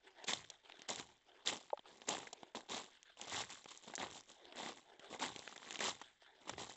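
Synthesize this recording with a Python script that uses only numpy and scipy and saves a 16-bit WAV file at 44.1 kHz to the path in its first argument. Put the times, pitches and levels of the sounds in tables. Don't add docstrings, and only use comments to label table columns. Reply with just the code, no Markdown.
import sys
import numpy as np
from scipy import signal
from scipy.fft import rfft, irfft
from scipy.io import wavfile
from scipy.ndimage import uniform_filter1d, map_coordinates

SR = 44100
rng = np.random.default_rng(int(sys.argv[2]) if len(sys.argv) > 2 else 0)


def master(y):
    cut = np.clip(np.atleast_2d(y).T, -1, 1)
    pcm = np.round(cut * 32767)
    wavfile.write(sys.argv[1], SR, pcm.astype(np.int16))


N = 298204
TIME = np.arange(N) / SR

# [pitch_hz, level_db (per Hz, relative)]
GRAVEL_COLOUR = [(30, -26.5), (70, -12.5), (120, -5.5), (240, 5), (480, 3), (780, -4), (1300, -3),
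                 (1900, -1), (2600, -2.5), (3600, 3), (4700, -0.5), (6400, 3.5), (7600, 10.5),
                 (8400, -11.5)]
COARSE_TOP_HZ = 2500


def footfalls():
    crunch_db, body_db, grit_db = tread_levels()
    slips_per_s = 800 + 2600 * undb(0.7 * (crunch_db + 45))
    stones = grains(slips_per_s, spread_db=4.6, crack_s=0.00018, scatter_db=-17.0, ring=0.42)
    stones = colour(stones, GRAVEL_COLOUR)
    stones = patchy(stones, patchy_db=1.5, span_s=0.02, per_octave=4.013)
    body, crack, grit = (steady(band, span_s=0.024) for band in registers(stones))

    pops = grains(130, spread_db=5.5, crack_s=0.00035, scatter_db=-36.0, ring=0.17)
    pops = sum(registers(colour(pops, SNAP_COLOUR))[1:])
    pops_db = np.minimum(grit_db - 4.5, -63)

    coarse_filter = signal.butter(2, COARSE_TOP_HZ, fs=SR, output="sos")
    coarse = signal.sosfiltfilt(coarse_filter, crack)
    fine = crack - coarse
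    crack = coarse + fine * undb(0.7 * (grit_db - crunch_db + 4))

    pressed = body * undb(body_db) + crack * undb(crunch_db) + grit * undb(grit_db)
    return pressed + pops / pops.std() * undb(pops_db)


# [start_s, attack_s, hold_s, release_s, crunch_db (stones), body_db (ground), grit_db (fine grit)]
SOLE_TREADS = [(0.264, 0.025, 0.015, 0.038, -42, -49, -47), (0.879, 0.014, 0.021, 0.031, -48, -49, -51.5),
               (0.967, 0.022, 0.013, 0.011, -52, -52, -54), (1.449, 0.028, .022, 0.01, -44, -50, -45.5),
               (1.507, 0.019, 0.0061, 0.029, -50, -48.5, -54.5),
               (1.873, 0.011, 0.16, 0.066, -72, -69, -75.5),
               (2.066, 0.022, 0.042, 0.054, -46, -45.5, -51.5),
               (2.547, 0.0075, 0.013, .018, -52, -48.5, -58.5), (2.68, 0.031, 0.06, 0.041, -48, -50, -53.5),
               (3.159, 0.055, 0.073, 0.023, -59, -58.5, -63), (3.26, 0.084, 0.072, 0.018, -46, -52, -50.5),
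               (3.481, 0.026, 0.0045, 0.059, -56, -62, -57), (3.674, 0.012, 0.029, 0.061, -60, -66.5, -63),
               (3.809, 0.028, .01, 0.014, -65, -67.5, -66), (3.857, 0.021, 0.0053, 0.042, -57, -55.5, -64),
               (3.978, 0.022, 0.034, 0.029, -45.5, -47.5, -57.5),
               (4.074, 0.092, 0.0091, .02, -62.5, -60, -59), (4.273, 0.017, 0.02, 0.027, -66, -66.5, -65),
               (4.544, 0.035, 0.12, 0.021, -50, -51.5, -59.5),
               (4.749, 0.02, 0.014, 0.025, -67.5, -65.5, -68), (5.079, .062, .005, 0.019, -53, -50, -60.5),
               (5.184, 0.044, 0.006, 0.04, -41.5, -44.5, -49.5),
               (5.324, 0.053, 0.15, 0.05, -62.5, -66.5, -67), (5.538, 0.18, 0.049, 0.022, -54, -59.5, -63),
               (5.793, 0.034, 0.066, .016, -43, -47.5, -47), (6.405, 0.009, 0.022, .02, -68.5, -69, -79),
               (6.444, 0.04, 0.014, 0.043, -55.5, -55, -64), (6.567, 0.036, .012, 0.044, -52, -52, -55.5),
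               (6.689, 0.0064, 0.0028, 0.031, -59, -58.5, -58)]
SETTLE_S, SETTLE_SHARE = 0.085, 0.18
TRICKLE_DB = -93


def tread_levels():
    shapes = []
    for start_s, attack_s, hold_s, release_s, *_ in SOLE_TREADS:
        press = envelope(start_s, attack_s, hold_s, release_s)
        settling = envelope(start_s, attack_s, hold_s, SETTLE_S)
        shapes.append((1 - SETTLE_SHARE) * press + SETTLE_SHARE * settling)
    band_db = np.array(SOLE_TREADS)[:, 4:].T
    power = undb(band_db) ** 2 @ np.square(shapes)
    return 10 * np.log10(power + undb(TRICKLE_DB) ** 2)


# [start_s, level_db]
GROUND_THUDS = [(0.3, -67), (0.95, -72.5), (2.06, -71.5), (3.31, -62.5), (4.01, -70), (5.24, -68),
                (5.82, -69.5), (6.5, -61.5)]
THUD_ATTACK_S, THUD_HOLD_S, THUD_RELEASE_S = 0.023, 0.075, 0.063
THUD_LOW_HZ, THUD_HIGH_HZ = 74, 148


def thuds():
    low_band = signal.butter(2, [THUD_LOW_HZ, THUD_HIGH_HZ], "band", fs=SR, output="sos")
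    rumble = signal.sosfilt(low_band, rng.standard_normal(N))
    weight = sum(undb(level_db) * envelope(start_s, THUD_ATTACK_S, THUD_HOLD_S, THUD_RELEASE_S)
                 for start_s, level_db in GROUND_THUDS)
    return steady(rumble, span_s=0.051) * weight


# [pitch_hz, level_db (per Hz, relative)]
SNAP_COLOUR = [(50, -25.5), (160, -5.5), (380, 2.5), (800, 0.5), (1300, 1), (2000, 1), (2500, -2),
               (3500, 0.5), (4700, -5.5), (6400, 0.5), (7500, 4), (8400, -16)]
# [start_s, body_db, crack_db, grit_db, ring_hz, length_s]
PEBBLE_SNAPS = [(0.241, -55, -55.5, -56.5, 4270, 0.0066), (0.2807, -54, -41, -43.5, 3630, 0.026),
                (0.3337, -44.5, -39.5, -45, 3780, 0.0034), (0.442, -66, -60, -79, 3560, 0.0078),
                (0.5006, -63.5, -54.5, -53, 5400, 0.0041), (0.697, -61, -58.5, -77, 880, 0.0036),
                (0.721, -72, -55.5, -81, 3270, 0.0017), (0.792, -62, -60, -71, 3500, 0.007),
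                (0.819, -64, -57.5, -60.5, 3597, 0.00098), (0.887, -70, -50.5, -54, 3270, 0.0023),
                (0.901, -45, -80, -43, 566, 0.0045), (0.959, -61, -53.5, -51, 3450, 0.0013),
                (1.4736, -61, -36.5, -44.5, 3520, 0.0012), (1.4847, -58, -41, -48, 4500, 0.0012),
                (1.526, -51, -51, -68, 810, 0.0036), (1.793, -59, -58, -83, 3300, 0.0021),
                (2.018, -60.5, -58, -70, 940, 0.00076), (2.0885, -43.5, -47.5, -37.5, 6444, 0.0043),
                (2.187, -70, -65, -56, 1074, 0.0031), (2.23, -56.5, -58, -70, 860, 0.0041),
                (2.27, -58.5, -51.5, -62.5, 1890, 0.0094), (2.329, -52, -52.5, -53.5, 7450, 0.0067),
                (2.4315, -50.5, -59.5, -71, 700, 0.0026), (2.5488, -48.5, -52.5, -73, 850, 0.0036),
                (2.606, -64, -61, -68, 938, 0.0033), (3.0297, -83, -64.5, -63, 3450, 0.0008),
                (3.172, -64, -65, -77, 2990, 0.0018), (3.214, -61, -50, -52, 7057, 0.00098),
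                (3.407, -55, -56, -65, 3618, 0.002), (3.6425, -68, -66, -63, 2506, 0.0021),
                (3.658, -55.5, -58.5, -73, 772, 0.0023), (3.687, -76, -68, -66, 3540, 0.00088),
                (3.7746, -80, -79, -56.5, 6680, 0.00086), (3.937, -50.5, -53.5, -64, 684, 0.0074),
                (3.9537, -74, -54, -46, 7040, 0.0012), (3.96, -69, -69, -49.5, 5550, 0.001),
                (3.9792, -51.5, -48.5, -62, 1780, 0.0015), (4.1116, -63, -61, -61, 3688, 0.0016),
                (4.4536, -63, -63, -74, 3460, 0.0017), (4.524, -64, -56, -83, 779, 0.0027),
                (4.9943, -62, -59.5, -68, 3066, 0.0054), (5.044, -71, -61, -76, 1080, 0.0053),
                (5.3608, -53, -50.5, -59, 3618, 0.0025), (5.392, -55.5, -56.5, -57, 5840, 0.00072),
                (5.4764, -55, -48.5, -66, 2104, 0.00072), (5.525, -59.5, -58, -82, 1283, 0.0052),
                (5.56, -57, -54.5, -60, 1847, 0.007), (5.578, -62.5, -56.5, -64, 3790, 0.0017),
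                (5.6295, -71, -56, -83, 1680, 0.0014), (5.708, -72, -49.5, -53, 2360, 0.0014),
                (5.7254, -65, -61, -54, 6623, 0.0026), (5.757, -66, -46.5, -57.5, 2905, 0.0011),
                (5.7908, -51.5, -48, -54.5, 2700, 0.0037), (5.8049, -45, -41.5, -47.5, 1660, 0.0063),
                (6.0145, -53.5, -53.5, -61, 807, 0.0087), (6.4942, -45.5, -45.5, -48.5, 1305, 0.0055),
                (6.5354, -56.5, -54, -78, 389.6, 0.0032), (6.5804, -51, -54, -69, 873, 0.0026)]


def snaps(size=2048):
    out = np.zeros(N + 2 * size)
    t = np.arange(size) / SR
    for start_s, *band_db, ring_hz, length_s in PEBBLE_SNAPS:
        onset = np.minimum(t / 0.0003, 1)
        spray = undb(-17) * np.exp(-t / 0.005)
        shape = onset * (np.exp(-(t / length_s) ** 2) + spray)
        burst = np.pad(rng.choice([-1, 1], size) * shape, (size, 0))
        burst = colour(burst, SNAP_COLOUR)
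        burst = burst + 1.73 * signal.lfilter(*signal.iirpeak(ring_hz, 4.0, fs=SR), burst)
        high_pass = signal.butter(3, 0.56 * ring_hz, "high", fs=SR, output="sos")
        stone = signal.sosfilt(high_pass, burst)
        bands = registers(burst)[:1] + registers(stone)[1:]
        start = int(start_s * SR)
        for band, level_db in zip(bands, band_db):
            power = np.sum(band ** 2) / (0.01 * SR)
            out[start:start + 2 * size] += band * undb(level_db) / np.sqrt(power)
    return out[size:size + N]


# [pitch_hz, level_db (per Hz, relative)]
RUSTLE_COLOUR = [(40, -26.5), (150, -25), (250, -8.5), (370, 3.5), (550, -4.5), (850, -4), (1150, -9),
                 (1900, -8), (2500, -13), (3500, -5.5), (4400, -18.5), (7600, -24)]
TWIG_TICK_DB = -8.5


def rustle():
    cloth_db, leaves_db = swish_levels()
    rubbing = grains(5000, spread_db=6.0, crack_s=0.0017, scatter_db=-7.0, ring=0.2)
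    cloth, leaves, tips = registers(colour(rubbing, RUSTLE_COLOUR))
    cloth = patchy(cloth, patchy_db=5.0, span_s=0.045, per_octave=3.9, size=512)
    leaves = patchy(leaves + tips, patchy_db=3.5, span_s=0.04, per_octave=3.5)
    ticks = grains(40, spread_db=1.0, crack_s=0.00096, scatter_db=-27, ring=0.51, count=12)
    ticks = colour(ticks, RUSTLE_COLOUR)
    shrub = steady(leaves, span_s=0.042) + undb(TWIG_TICK_DB) * ticks / ticks.std()
    return steady(cloth, span_s=0.014) * undb(cloth_db) + shrub / shrub.std() * undb(leaves_db)


# [start_s, attack_s, hold_s, cloth_db, leaves_db]
LEG_SWISHES = [(0.021, 0.051, 0.0049, -64.5, -63.5), (0.134, 0.079, 0.012, -61.5, -60.5),
               (0.487, 0.026, 0.035, -74, -67), (0.631, 0.0092, 0.21, -72, -66),
               (1.074, 0.018, 0.015, -69.5, -71), (1.245, 0.046, 0.13, -70.5, -70.5),
               (1.825, 0.048, 0.023, -66, -65), (2.316, 0.05, 0.11, -68, -70),
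               (2.89, 0.042, 0.031, -98, -67), (3.042, 0.025, 0.036, -83, -65),
               (4.286, 0.18, 0.099, -63.5, -65.5), (4.831, 0.06, 0.053, -65.5, -69.5),
               (4.984, 0.059, 0.022, -61.5, -61.5), (5.985, 0.018, 0.071, -78, -64.5),
               (6.199, 0.023, 0.045, -98, -65.5), (6.256, 0.023, 0.13, -73, -72.5)]
SWISH_RELEASE_S = 0.038
CLOTH_REST_DB, LEAVES_REST_DB = -92, -81


def swish_levels():
    shapes = [envelope(start_s, attack_s, hold_s, SWISH_RELEASE_S)
              for start_s, attack_s, hold_s, *_ in LEG_SWISHES]
    layer_db = np.array(LEG_SWISHES)[:, 3:].T
    power = undb(layer_db) ** 2 @ np.square(shapes)
    rest_power = undb([[CLOTH_REST_DB], [LEAVES_REST_DB]]) ** 2
    return 10 * np.log10(power + rest_power)


# [start_s, ring_peak_db, pitch (multiple of the tones below), tick_peak_db]
HOLLOW_KNOCKS = [(1.7023, -46.5, 1.5, -47.5), (1.7297, -25.5, 1.0, -76), (1.7737, -44.5, 1.5, -48.5),
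                 (1.856, -50, 1.45, -53)]
# [pitch_hz, level_db (relative), time_to_fall_60_db_s]
HOLLOW_TONES = [(585, 0, 0.045), (835, -1, 0.038), (1270, -16, .01)]


def knocks(size=4096):
    out = np.zeros(N + size)
    t = np.arange(size) / SR
    for start_s, peak_db, pitch, tick_db in HOLLOW_KNOCKS:
        ring = np.zeros(size)
        for hz, level_db, t60_s in HOLLOW_TONES:
            fade = undb(-60 * t * pitch / t60_s)
            ring += undb(level_db) * np.sin(2 * np.pi * hz * pitch * t) * fade
        ring *= np.interp(t * pitch, [0, 0.001, 0.006, 0.0075], [0, 1, 1, 0.4])
        ring_band = signal.butter(3, [380 * pitch, 1120 * pitch], "band", fs=SR, output="sos")
        ring = signal.sosfilt(ring_band, ring)
        tick = rng.standard_normal(size) * np.exp(-t / 0.0024) * np.minimum(t / 0.0006, 1)
        tick = registers(tick)[1]
        start = int(start_s * SR)
        out[start:start + size] += undb(peak_db) * ring / np.abs(ring).max()
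        out[start:start + size] += undb(tick_db) * tick / np.abs(tick).max()
    return out[:N]


# [pitch_hz, level_db (per Hz, relative)]
AIR_COLOUR = [(20, 0.5), (800, -14.5), (3500, -12), (6000, -26)]
AIR_DB = -85


def air():
    hush = sum(registers(colour(rng.standard_normal(N), AIR_COLOUR)))
    return undb(AIR_DB) * hush / hush.std()


def grains(per_s, spread_db, crack_s, scatter_db, ring, count=24):
    out = np.zeros(N)
    for _ in range(count):
        hits = np.flatnonzero(rng.random(N) < per_s / count / SR)
        sizes = undb(spread_db * np.minimum(rng.exponential(size=len(hits)), 4))
        pulses = np.zeros(N)
        pulses[hits] = rng.choice([-1, 1], len(hits)) * sizes
        out += signal.oaconvolve(pulses, contact(crack_s, scatter_db, ring))[:N]
    return out


def contact(crack_s, scatter_db, ring, size=1024):
    t = np.arange(size) / SR
    hz = np.exp(rng.uniform(np.log(600), np.log(7800)))
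    fade = np.exp(-t / crack_s) + undb(scatter_db) * np.exp(-t / 0.011)
    crack = rng.standard_normal(size) * fade
    crack = crack / 2 + signal.lfilter(*signal.iirpeak(hz, 2, fs=SR), crack)
    return crack + ring * np.sin(2 * np.pi * hz * t) * np.exp(-t * hz / 2.63)


def envelope(start_s, attack_s, hold_s, release_s):
    out = np.zeros(N)
    end_s = start_s + attack_s + hold_s + 10 * release_s
    span = slice(int(start_s * SR), int(end_s * SR))
    t = TIME[span] - start_s
    build = np.clip(t / attack_s, 0, 1) ** 1.1
    out[span] = build * np.exp(-np.maximum(t - attack_s - hold_s, 0) / release_s)
    return out


def patchy(x, patchy_db, span_s, per_octave, size=256):
    hz, s, frames = signal.stft(x, SR, nperseg=size, noverlap=3 * size // 4)
    place = np.meshgrid(per_octave * np.log2(1 + hz / 300), s / span_s, indexing="ij")
    field = map_coordinates(rng.standard_normal((40, 1000)), place, order=3, mode="wrap")
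    frames = frames * undb(patchy_db * field)
    return signal.istft(frames, SR, nperseg=size, noverlap=3 * size // 4)[1][:len(x)]


def steady(x, span_s):
    span = int(span_s * SR)
    power = uniform_filter1d(uniform_filter1d(x ** 2, span), span)
    return x / np.sqrt(np.maximum(power, np.mean(power) / 10 ** 4))


BODY_TOP_HZ, CRACK_TOP_HZ, TOP_HZ = 1000, 4300, 8450


def registers(x):
    below = [signal.sosfiltfilt(signal.butter(4, hz, fs=SR, output="sos"), x)
             for hz in (BODY_TOP_HZ, CRACK_TOP_HZ, TOP_HZ)]
    return below[0], below[1] - below[0], below[2] - below[1]


def colour(x, spectrum, size=2048):
    hz, db = np.transpose(spectrum)
    bins = np.maximum(np.arange(size // 2 + 1) * SR / size, 1)
    cepstrum = irfft(np.log(undb(np.interp(np.log(bins), np.log(hz), db))))
    cepstrum[1:size // 2] *= 2
    cepstrum[size // 2 + 1:] = 0
    response = irfft(np.exp(rfft(cepstrum)))
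    return signal.fftconvolve(x, response)[:len(x)]


def undb(db):
    return 10 ** (np.asarray(db) / 20)


def scene():
    mono = footfalls() + thuds() + snaps() + rustle() + knocks() + air()
    return np.tile(mono, (2, 1))


def record(dry):
    return signal.sosfilt(signal.ellip(10, 0.2, 70, TOP_HZ, fs=SR, output="sos"), dry)


dry = scene()
out = record(dry)
master(out)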